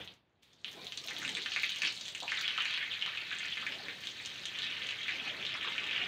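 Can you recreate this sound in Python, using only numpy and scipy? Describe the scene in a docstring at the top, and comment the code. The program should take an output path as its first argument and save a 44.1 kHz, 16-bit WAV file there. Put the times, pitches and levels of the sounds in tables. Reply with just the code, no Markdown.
"""In an open cattle shed, a stream of liquid falls onto brick paving a few metres from a small microphone.
Drops slap the bricks and trap bubbles that pop for a few cycles, amid a patter of small bubbles and spray.
The concrete walls throw each splash back, and narrow tones ring after it.
The level of rumble and hiss is turned down at first, then returns in steps; a low rustle swells now and then."""
import sys
import numpy as np
from scipy import signal
from scipy.fft import rfft, irfft
from scipy.io import wavfile
from scipy.ndimage import uniform_filter1d

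SR = 44100
rng = np.random.default_rng(int(sys.argv[2]) if len(sys.argv) > 2 else 0)


def file_out(sig):
    """Save sig as 16-bit WAV at sys.argv[1]."""
    # one column per channel
    cols = np.atleast_2d(sig).T
    # limit, then scale
    lim = np.clip(cols, -1, 1)
    pcm = np.round(lim * 32767).astype(np.int16)
    wavfile.write(sys.argv[1], SR, pcm)


N = 267687


def gain_of(db):
    """Decibels as a factor on the wave."""
    return 10 ** (np.asarray(db) / 20)


def evened(x):
    """x scaled to an average (RMS) strength of 1."""
    return x / np.sqrt(np.mean(x ** 2) + 1e-20)


def read_spectrum(points, hz):
    """The values of a pitch table at the frequencies hz, read along a logarithmic pitch scale."""
    table_hz, value = np.transpose(points)
    return np.interp(np.log(hz + 1), np.log(table_hz + 1), value)


def follow(rows):
    """The columns of a time table at every sample."""
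    s, *columns = np.transpose(rows)
    t = np.arange(N) / SR
    return [np.interp(t, s, column) for column in columns]


def coloured(x, points):
    """x with each pitch made stronger or weaker by a spectrum table."""
    hz = np.fft.rfftfreq(len(x), 1 / SR)
    return irfft(rfft(x) * gain_of(read_spectrum(points, hz)), len(x))


def add(mix, s, sound):
    """Lay a sound into the mix from time s on."""
    part = mix[round(s * SR):][:len(sound)]
    part += sound[:len(part)]


def smoothed_patches(noise, sizes):
    """Random louder and softer patches: noise averaged over neighbours along both axes."""
    half_smooth = uniform_filter1d(noise, size=sizes[0], axis=0)
    return evened(uniform_filter1d(half_smooth, size=sizes[1], axis=1))


def pop(hz, cycles, glide):
    """A bubble swells for the given cycles, then rings down; glide lifts its pitch near the surface; peak 1."""
    u = np.arange(1200) / SR * hz / cycles
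    ring = u * np.exp(1 - u) * np.sin(2 * np.pi * cycles * u * (1 + glide * u))
    return ring / abs(ring).max()


# colour of the low rustle, before it is evened: (pitch [Hz], strength [dB per Hz])
RUSTLE_COLOUR = [(60, -30), (150, -3.5), (300, -2), (600, -3.5), (1100, -9.5), (2500, -7.5), (5000, -38.5)]
# swells of the rustle, added to its resting level: (centre time [s], peak [dB], half width [s])
RUSTLE_SWELLS = [(0.0, -52, 0.03), (0.816, -57, 0.077), (1.25, -54.5, 0.19), (1.88, -60.5, 0.058),
                 (3.78, -55, 0.16), (4.72, -63.5, 0.24), (5.32, -52.5, 0.15), (5.93, -56, 0.3)]
RUSTLE_REST_DB, REST_FROM_S = -64.5, .66


def rustle():
    """Noise built from short random spectra in patches, resting low and swelling now and then."""
    real, imaginary, noise = rng.standard_normal((N // 256 + 5, 513, 3)).T
    patches = smoothed_patches(noise, sizes=(2, 7))  # over pitch, over time
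    colour_db = read_spectrum(RUSTLE_COLOUR, np.fft.rfftfreq(1024, 1 / SR))[:, None]
    spectra = (real + 1j * imaginary) * gain_of(colour_db + 4.9 * patches)
    t = np.arange(N) / SR
    level = gain_of(RUSTLE_REST_DB) * (t > REST_FROM_S)
    for s, db, width in RUSTLE_SWELLS:
        level += gain_of(db) * np.exp(-((t - s) / width) ** 4)
    return level * evened(signal.istft(spectra, nperseg=1024, noverlap=768)[1][:N])


# colour of the rumble and hiss, before they are evened: (pitch [Hz], strength [dB per Hz])
AIR_COLOUR = [(20, -30), (45, -5.5), (110, 6), (250, 1.5), (1000, -6), (3500, -14), (6000, -37),
              (10000, -44), (15000, -44)]
# boost over AIR_DB as the two are turned down and return: (time [s], bass boost [dB], treble boost [dB])
AIR_FADE = [(0, 13, 25), (.12, 4, 21), (.22, -7.5, 0.5), (.415, -8.5, -19), (.425, -7, 20.5), (.64, -2, 3),
            (.66, 2.5, 29.5), (6.07, 8.5, 26.5)]
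AIR_DB = -67  # level before the boosts


def rumble_and_hiss():
    """Noise split at 3500 Hz into bass and patchy treble, whose levels move separately."""
    air = gain_of(AIR_DB) * evened(coloured(rng.standard_normal(N), AIR_COLOUR))
    bass = signal.sosfiltfilt(signal.butter(2, 3500, fs=SR, output="sos"), air)
    bass_db, treble_db = follow(AIR_FADE)
    return gain_of(bass_db) * bass + gain_of(treble_db) * patchy(air - bass, depth_db=1.9)


def patchy(x, depth_db):
    """x with louder and softer patches drifting over time and pitch."""
    spectra = signal.stft(x, nperseg=256)[2]
    noise = rng.standard_normal(spectra.T.shape)
    patches = smoothed_patches(noise, sizes=(10, 9))  # over time, over pitch
    return signal.istft(spectra * gain_of(depth_db * patches.T), nperseg=256)[1][:N]


# the flow, before splashes and colouring: (time [s], patter level [dB], spray level [dB])
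STREAM_FLOW = [(0, -45, -76), (.2, -98, -103), (.6, -75, -70.5), (.86, -66, -60), (1.2, -48, -50),
               (1.76, -46.5, -48), (1.86, -45, -46), (1.98, -56, -50.5), (2.26, -56, -50.5),
               (2.3, -42, -49), (2.55, -40, -52), (3.1, -44.5, -61.5), (3.5, -42.5, -53.5),
               (3.9, -48.5, -58.5), (4.43, -47.5, -53), (4.6, -43, -54.5), (5.2, -43.5, -57.5),
               (6.07, -40, -59)]
# small bubbles when the commonest pitch is 2800 Hz; slides with the flow: (pitch [Hz], strength [dB])
BUBBLE_PITCHES = [(800, -30), (1300, -5.5), (1900, 4.5), (2800, 12.5), (3800, 2), (5000, -9), (6500, -11)]
# fine droplets of spray: (pitch [Hz], strength [dB])
SPRAY_PITCHES = [(3500, 8.5), (5000, -1), (6300, -2), (8500, -15.5), (11000, -34), (14500, -22)]
# a thinner flow traps smaller bubbles: the commonest pitch at full flow, its rise per dB less, its ceiling
FULL_DB, FULL_HZ, RISE_HZ_PER_DB, TOP_HZ = -34, 2604, 37, 3320
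# liquid thrown up by a drop rains back: a drop of this peak doubles the patter or the spray
PATTER_DOUBLES_DB, SPRAY_DOUBLES_DB = -19, -31.5


def stream():
    """Countless small bubbles, whose sizes shift with the flow, and the fine ticks of the spray."""
    patter_db, spray_db = follow(STREAM_FLOW)
    rising_hz = FULL_HZ + RISE_HZ_PER_DB * (FULL_DB - patter_db)
    common_hz = np.clip(rising_hz, FULL_HZ / 2, TOP_HZ)

    def bubble_db(hz, at):
        return read_spectrum(BUBBLE_PITCHES, hz * 2800 / common_hz[at])

    def droplet_db(hz, at):
        return read_spectrum(SPRAY_PITCHES, hz)

    bubbles = patter(787, 6240, bubble_db, cycles=1.305, per_s=60, spread_db=3.9, drift_db=1.37)
    spray = patter(3500, 14500, droplet_db, cycles=1.1, per_s=60, spread_db=3.6, drift_db=5.)
    thrown = thrown_liquid()
    bubbles *= gain_of(patter_db) * (1 + thrown / gain_of(PATTER_DOUBLES_DB))
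    spray *= gain_of(spray_db) * (1 + thrown / gain_of(SPRAY_DOUBLES_DB))
    return bubbles + spray


def patter(low_hz, high_hz, share_db, cycles, per_s, spread_db, drift_db):
    """Random pops at 20 pitches, each pitch at its own level, which drifts about ten times a second."""
    out = np.zeros(N)
    for hz in np.geomspace(low_hz, high_hz, num=20):
        at, size = scatter(per_s, spread_db)
        drift = np.interp(at, np.linspace(0, N, num=60), rng.standard_normal(size=60))
        strength = gain_of(share_db(hz, at) + drift_db * drift) * size
        clicks = np.bincount(at, strength, N)
        out += signal.oaconvolve(clicks, pop(hz, cycles, glide=0.035))[:N]
    return evened(out)


def scatter(per_s, spread_db):
    """Places and signed sizes of clicks at random moments, most small and a few large."""
    place, chance, sign = rng.random((round(per_s * N / SR), 3)).T
    size_db = spread_db * np.minimum(-np.log(1 - chance), 3)
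    return (place * N).astype(int), gain_of(size_db) * np.sign(sign - .5)


def thrown_liquid(fade_s=.0031):
    """The summed peaks of the single drops, each dying away."""
    peaks = np.zeros(N)
    for s, db, _ in SINGLE_DROPS:
        add(peaks, s, gain_of([db]))
    return signal.lfilter([1], [1, -np.exp(-1 / (fade_s * SR))], peaks)


# the sharpest ticks of the spray, before colouring: (time [s], peak [dB], fizz against the peak [dB])
SHARP_TICKS = [(0.0463, -43, -17), (0.1381, -48, -33), (0.4309, -48, -21), (0.5322, -53, -28),
               (0.714, -39, -16), (0.7292, -38, -22), (0.8111, -45, -24), (0.8447, -35, -20),
               (0.868, -41, -15), (0.9225, -35, -32), (0.9737, -26, -44), (1.039, -35, -19),
               (1.0615, -35, -10), (1.1039, -31, -28), (1.133, -35, -26), (1.1837, -34, -12.5),
               (1.278, -36, -31), (1.2923, -26, -31), (1.3344, -45, -27), (1.4641, -35, -35),
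               (1.6227, -34, -12), (1.6524, -37, -14), (1.696, -31, -17), (1.759, -33, -21),
               (1.7858, -29, -30), (1.8193, -27, -27), (1.9235, -32, -31), (2.0113, -45, -34),
               (2.081, -33.5, -23), (2.2025, -29, -27), (2.3516, -41, -32), (2.4114, -28, -20),
               (2.622, -32, -31), (2.6497, -33, -26), (4.0066, -40, -15), (4.0552, -36, -25),
               (4.0706, -31, -29), (4.2594, -24, -34), (4.4563, -25, -42), (4.8683, -32, -35),
               (5.7703, -47, -27), (5.8676, -38, -25)]
TICK_HZ, TICK_CYCLES = 5870, 0.55
FIZZ_ABOVE_HZ, FIZZ_S = 10000, 0.0039  # the fizz is strongest FIZZ_S after the tick starts


def ticks():
    """A sharp droplet makes a very short ring with a high fizz of noise that swells and dies behind it."""
    out, body = np.zeros(N), pop(TICK_HZ, TICK_CYCLES, glide=0)
    u = np.arange(len(body)) / SR / FIZZ_S
    high = signal.butter(6, FIZZ_ABOVE_HZ, "highpass", fs=SR, output="sos")
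    hiss = evened(signal.sosfilt(high, rng.standard_normal((len(SHARP_TICKS), len(body)))))
    for (s, db, fizz_db), fizz in zip(SHARP_TICKS, hiss * u * np.exp(1 - u)):
        add(out, s, gain_of(db) * (body + gain_of(fizz_db) * fizz))
    return out


# single drops, loud and faint, before colouring: (time [s], pop's peak [dB], bubble's starting pitch [Hz])
SINGLE_DROPS = [(0.075, -35, 3170), (0.4309, -56, 2460), (0.5322, -49, 4900), (0.5661, -64, 3490),
                (0.611, -64, 3530), (0.6448, -23.5, 3080), (0.6803, -30, 3200), (0.8678, -28.5, 3740),
                (0.9214, -26.5, 3000), (0.9748, -26, 3730), (1.04, -34.5, 2980), (1.0736, -29.5, 3860),
                (1.0843, -24, 2800), (1.1087, -29.5, 2030), (1.1644, -27, 3320), (1.1835, -31.5, 3600),
                (1.218, -28.5, 2060), (1.249, -20.5, 2610), (1.278, -25, 3440), (1.2912, -25.5, 3220),
                (1.3502, -23, 3470), (1.369, -24.5, 2300), (1.4182, -28, 3680), (1.4602, -21.5, 3140),
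                (1.5186, -23.5, 3030), (1.5365, -26, 3000), (1.5616, -15, 2340), (1.5964, -25.5, 3900),
                (1.6327, -17, 2420), (1.643, -21, 3670), (1.6927, -23, 3380), (1.719, -26, 3630),
                (1.7598, -28, 3100), (1.8187, -17.5, 2670), (1.833, -21.5, 2250), (1.8503, -17.5, 2770),
                (1.871, -18.5, 2800), (1.9239, -29, 3080), (2.0107, -25, 4450), (2.0535, -30.5, 3460),
                (2.06, -31.5, 3250), (2.081, -25.5, 3340), (2.149, -23.5, 2820), (2.1738, -35, 3400),
                (2.2026, -29.5, 3360), (2.229, -31.5, 3600), (2.2789, -21, 2680), (2.3188, -18.5, 1950),
                (2.373, -24.5, 3640), (2.4105, -25, 4200), (2.4786, -18.5, 3170), (2.5773, -17.5, 2990),
                (2.6043, -18, 2790), (2.6544, -20, 2630), (2.68, -30, 2650), (2.7042, -28, 3500),
                (2.7087, -24, 3320), (2.7273, -24.5, 3040), (2.7389, -21, 2600), (2.7752, -19, 2430),
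                (2.827, -25.5, 2050), (2.9205, -25, 2860), (3.023, -18.5, 2900), (3.0613, -17, 2820),
                (3.15, -25.5, 2900), (3.1736, -22.5, 2580), (3.215, -30, 2800), (3.3135, -33, 1900),
                (3.3265, -29, 3220), (3.3857, -28, 3130), (3.4294, -25, 2370), (3.4486, -26, 2010),
                (3.514, -35, 3470), (3.571, -23.5, 2260), (3.6655, -22, 2230), (3.7222, -22.5, 2840),
                (3.8836, -24.5, 2150), (4.0363, -30, 2800), (4.0708, -22.5, 3330), (4.199, -30, 2260),
                (4.25, -26.5, 4030), (4.3012, -30, 3320), (4.454, -22, 3450), (4.5878, -22, 3360),
                (4.6196, -24, 3480), (4.63, -22, 3370), (4.641, -24, 3380), (4.666, -23, 2880),
                (4.7227, -24.5, 2850), (4.889, -22.5, 2760), (4.9077, -22, 2730), (5.032, -28.5, 3520),
                (5.0814, -22.5, 2180), (5.0908, -21.5, 2130), (5.1215, -24.5, 2580), (5.1586, -29, 3080),
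                (5.2764, -27, 2620), (5.4508, -25, 3140), (5.465, -22.5, 3630), (5.5403, -24, 2880),
                (5.7215, -30, 2770), (5.771, -29, 2440), (5.7798, -19.5, 2700), (5.8403, -24.5, 2880),
                (5.9107, -19, 2720), (5.9544, -30, 2760), (5.9781, -23.5, 2670), (6.015, -22, 2600)]
# the slap is sharp on bare brick and softens as the puddle deepens: dB against the pop at first, loss per s
SLAP_DB, SLAP_LOSS_DB_PER_S = -1.5, 3.5
# froth bubbles have about the drop's pitch: dB against the pop, mean wait in s, pitch scatter (share)
FROTH_DB, FROTH_S, FROTH_SCATTER = -15, .017, 0.24


def drops():
    """Each single drop slaps the brick, pops, and leaves four froth bubbles that burst after it."""
    out, slap = np.zeros(N), pop(3620, 1.0, glide=0)
    for (s, db, hz), chance in zip(SINGLE_DROPS, rng.random((len(SINGLE_DROPS), 9))):
        add(out, s, gain_of(db) * pop(hz, 0.69 + 0.56 * chance[0], glide=0.0038))
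        add(out, s, gain_of(db + SLAP_DB - SLAP_LOSS_DB_PER_S * s) * slap)
        for wait, size in chance[1:].reshape(-1, 2):
            froth_hz = hz * (1 + FROTH_SCATTER * (2 * size - 1))
            bubble = pop(froth_hz, cycles=1.25, glide=0.014)
            add(out, s - FROTH_S * np.log(1 - wait), gain_of(db + FROTH_DB) * bubble)
    return out


# large air pockets in the puddle, before colouring: (time [s], peak [dB], starting pitch [Hz])
AIR_GULPS = [(1.104, -40, 1470), (1.227, -30.5, 1510), (1.46, -30.5, 1640), (1.831, -32, 1480),
             (2.223, -33, 690), (2.233, -30, 850), (2.385, -34, 1430), (2.581, -26, 1280),
             (3.077, -33.5, 1220), (3.314, -30.5, 1530), (3.626, -34, 1260), (5.551, -31, 1280),
             (5.646, -32, 1170), (5.673, -30.5, 1190)]


def gulps():
    """A large air pocket gulps as a lower-pitched pop."""
    out = np.zeros(N)
    for s, db, hz in AIR_GULPS:
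        add(out, s, gain_of(db) * pop(hz, 0.8, glide=0.0048))
    return out


def walls(x, count=6):
    """Six random tails take turns, so no single echo pattern colours the whole sound."""
    turn = np.arange(N) // 1300 % count  # the next tail every 1300 samples
    return sum(signal.fftconvolve(x * (turn == k), wall_tail())[:N] for k in range(count))


# how long the walls' tail takes to fall by 60 dB: (pitch [Hz], time [s])
WALL_DECAY = [(500, 0.24), (1500, 0.18), (3500, 0.19), (9000, 0.079)]
# strength of the walls' tail: (pitch [Hz], level [dB])
TAIL_COLOUR = [(500, -0.5), (2000, 0), (4000, -3.5), (7000, -4), (9000, -2), (14000, -9)]
# nearest surfaces, before a slight shift in time and the dulling: (delay [s], level [dB])
NEAR_ECHOES = [(.0039, -6), (.0092, -16), (0.014, -19), (0.028, -13)]
# wet surfaces dull the single echoes: (pitch [Hz], level [dB])
ECHO_COLOUR = [(4000, -0.5), (7000, -9)]


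def wall_tail():
    """Sparse taps of random sign, each band dying at its own speed, and a few single echoes."""
    taps = np.zeros(SR // 2)
    at = np.arange(130, SR // 2 - 20, 20)
    taps[at + rng.integers(0, 20, len(at))] = rng.choice([-1., 1.], len(at))
    hz, t, spectra = signal.stft(taps, SR, nperseg=128)
    decay_db = -60 * t / read_spectrum(WALL_DECAY, hz)[:, None]
    tail = signal.istft(spectra * gain_of(decay_db), SR, nperseg=128)[1]
    echoes = np.zeros(len(tail))
    for (s, db), wander in zip(NEAR_ECHOES, rng.uniform(-1.1, 1, len(NEAR_ECHOES))):
        add(echoes, s * (1 + 0.0056 * wander), gain_of([db]))
    return coloured(tail / np.linalg.norm(tail), TAIL_COLOUR) + coloured(echoes, ECHO_COLOUR)


# narrow rings that every splash wakes in the shed: (pitch [Hz], level [dB])
SHED_RINGS = [(1155, 9), (1485, -1), (1765, 5), (2285, -0.5), (3105, -3.5), (3238, -3)]


def rings(x, t60_s=.1):
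    """Each ring picks out its own narrow band and lets it linger, falling 60 dB in t60_s."""
    r = 10 ** (-3 / (t60_s * SR))  # what is left after one sample
    out = np.zeros(N)
    for hz, db in SHED_RINGS:
        feedback = [1, -2 * r * np.cos(2 * np.pi * hz / SR), r * r]
        out += gain_of(db) * signal.lfilter([1 - r, 0, r - 1], feedback, x)
    return out


# colour of all splashes: (pitch [Hz], level [dB])
PUDDLE_COLOUR = [(400, -8.5), (1000, -4.5), (2000, -2.5), (4300, -3), (4900, -6), (5500, -5), (6300, 0.5),
                 (7600, -3), (9200, -1.5), (10000, -8.5), (14000, -7)]
LAG_S = .0008  # drops, gulps and ticks sound this long after their listed times


def scene():
    """Splashes with their walls and rings, over the shed's background."""
    hits = np.roll(drops() + gulps() + ticks(), round(LAG_S * SR))
    splash = coloured(hits + stream(), PUDDLE_COLOUR)
    background = rustle() + rumble_and_hiss()
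    return (splash + walls(splash) + rings(splash) + background)[None]


def record(dry):
    """The small microphone loses the deepest bass, then everything above 15700 Hz is cut."""
    thin = signal.sosfilt(signal.butter(2, 45, "highpass", fs=SR, output="sos"), dry)
    band_limit = signal.firwin(511, 15700, window=("kaiser", 9), fs=SR)
    return signal.oaconvolve(thin, band_limit[None], "same")


dry = scene()
out = record(dry)
file_out(out)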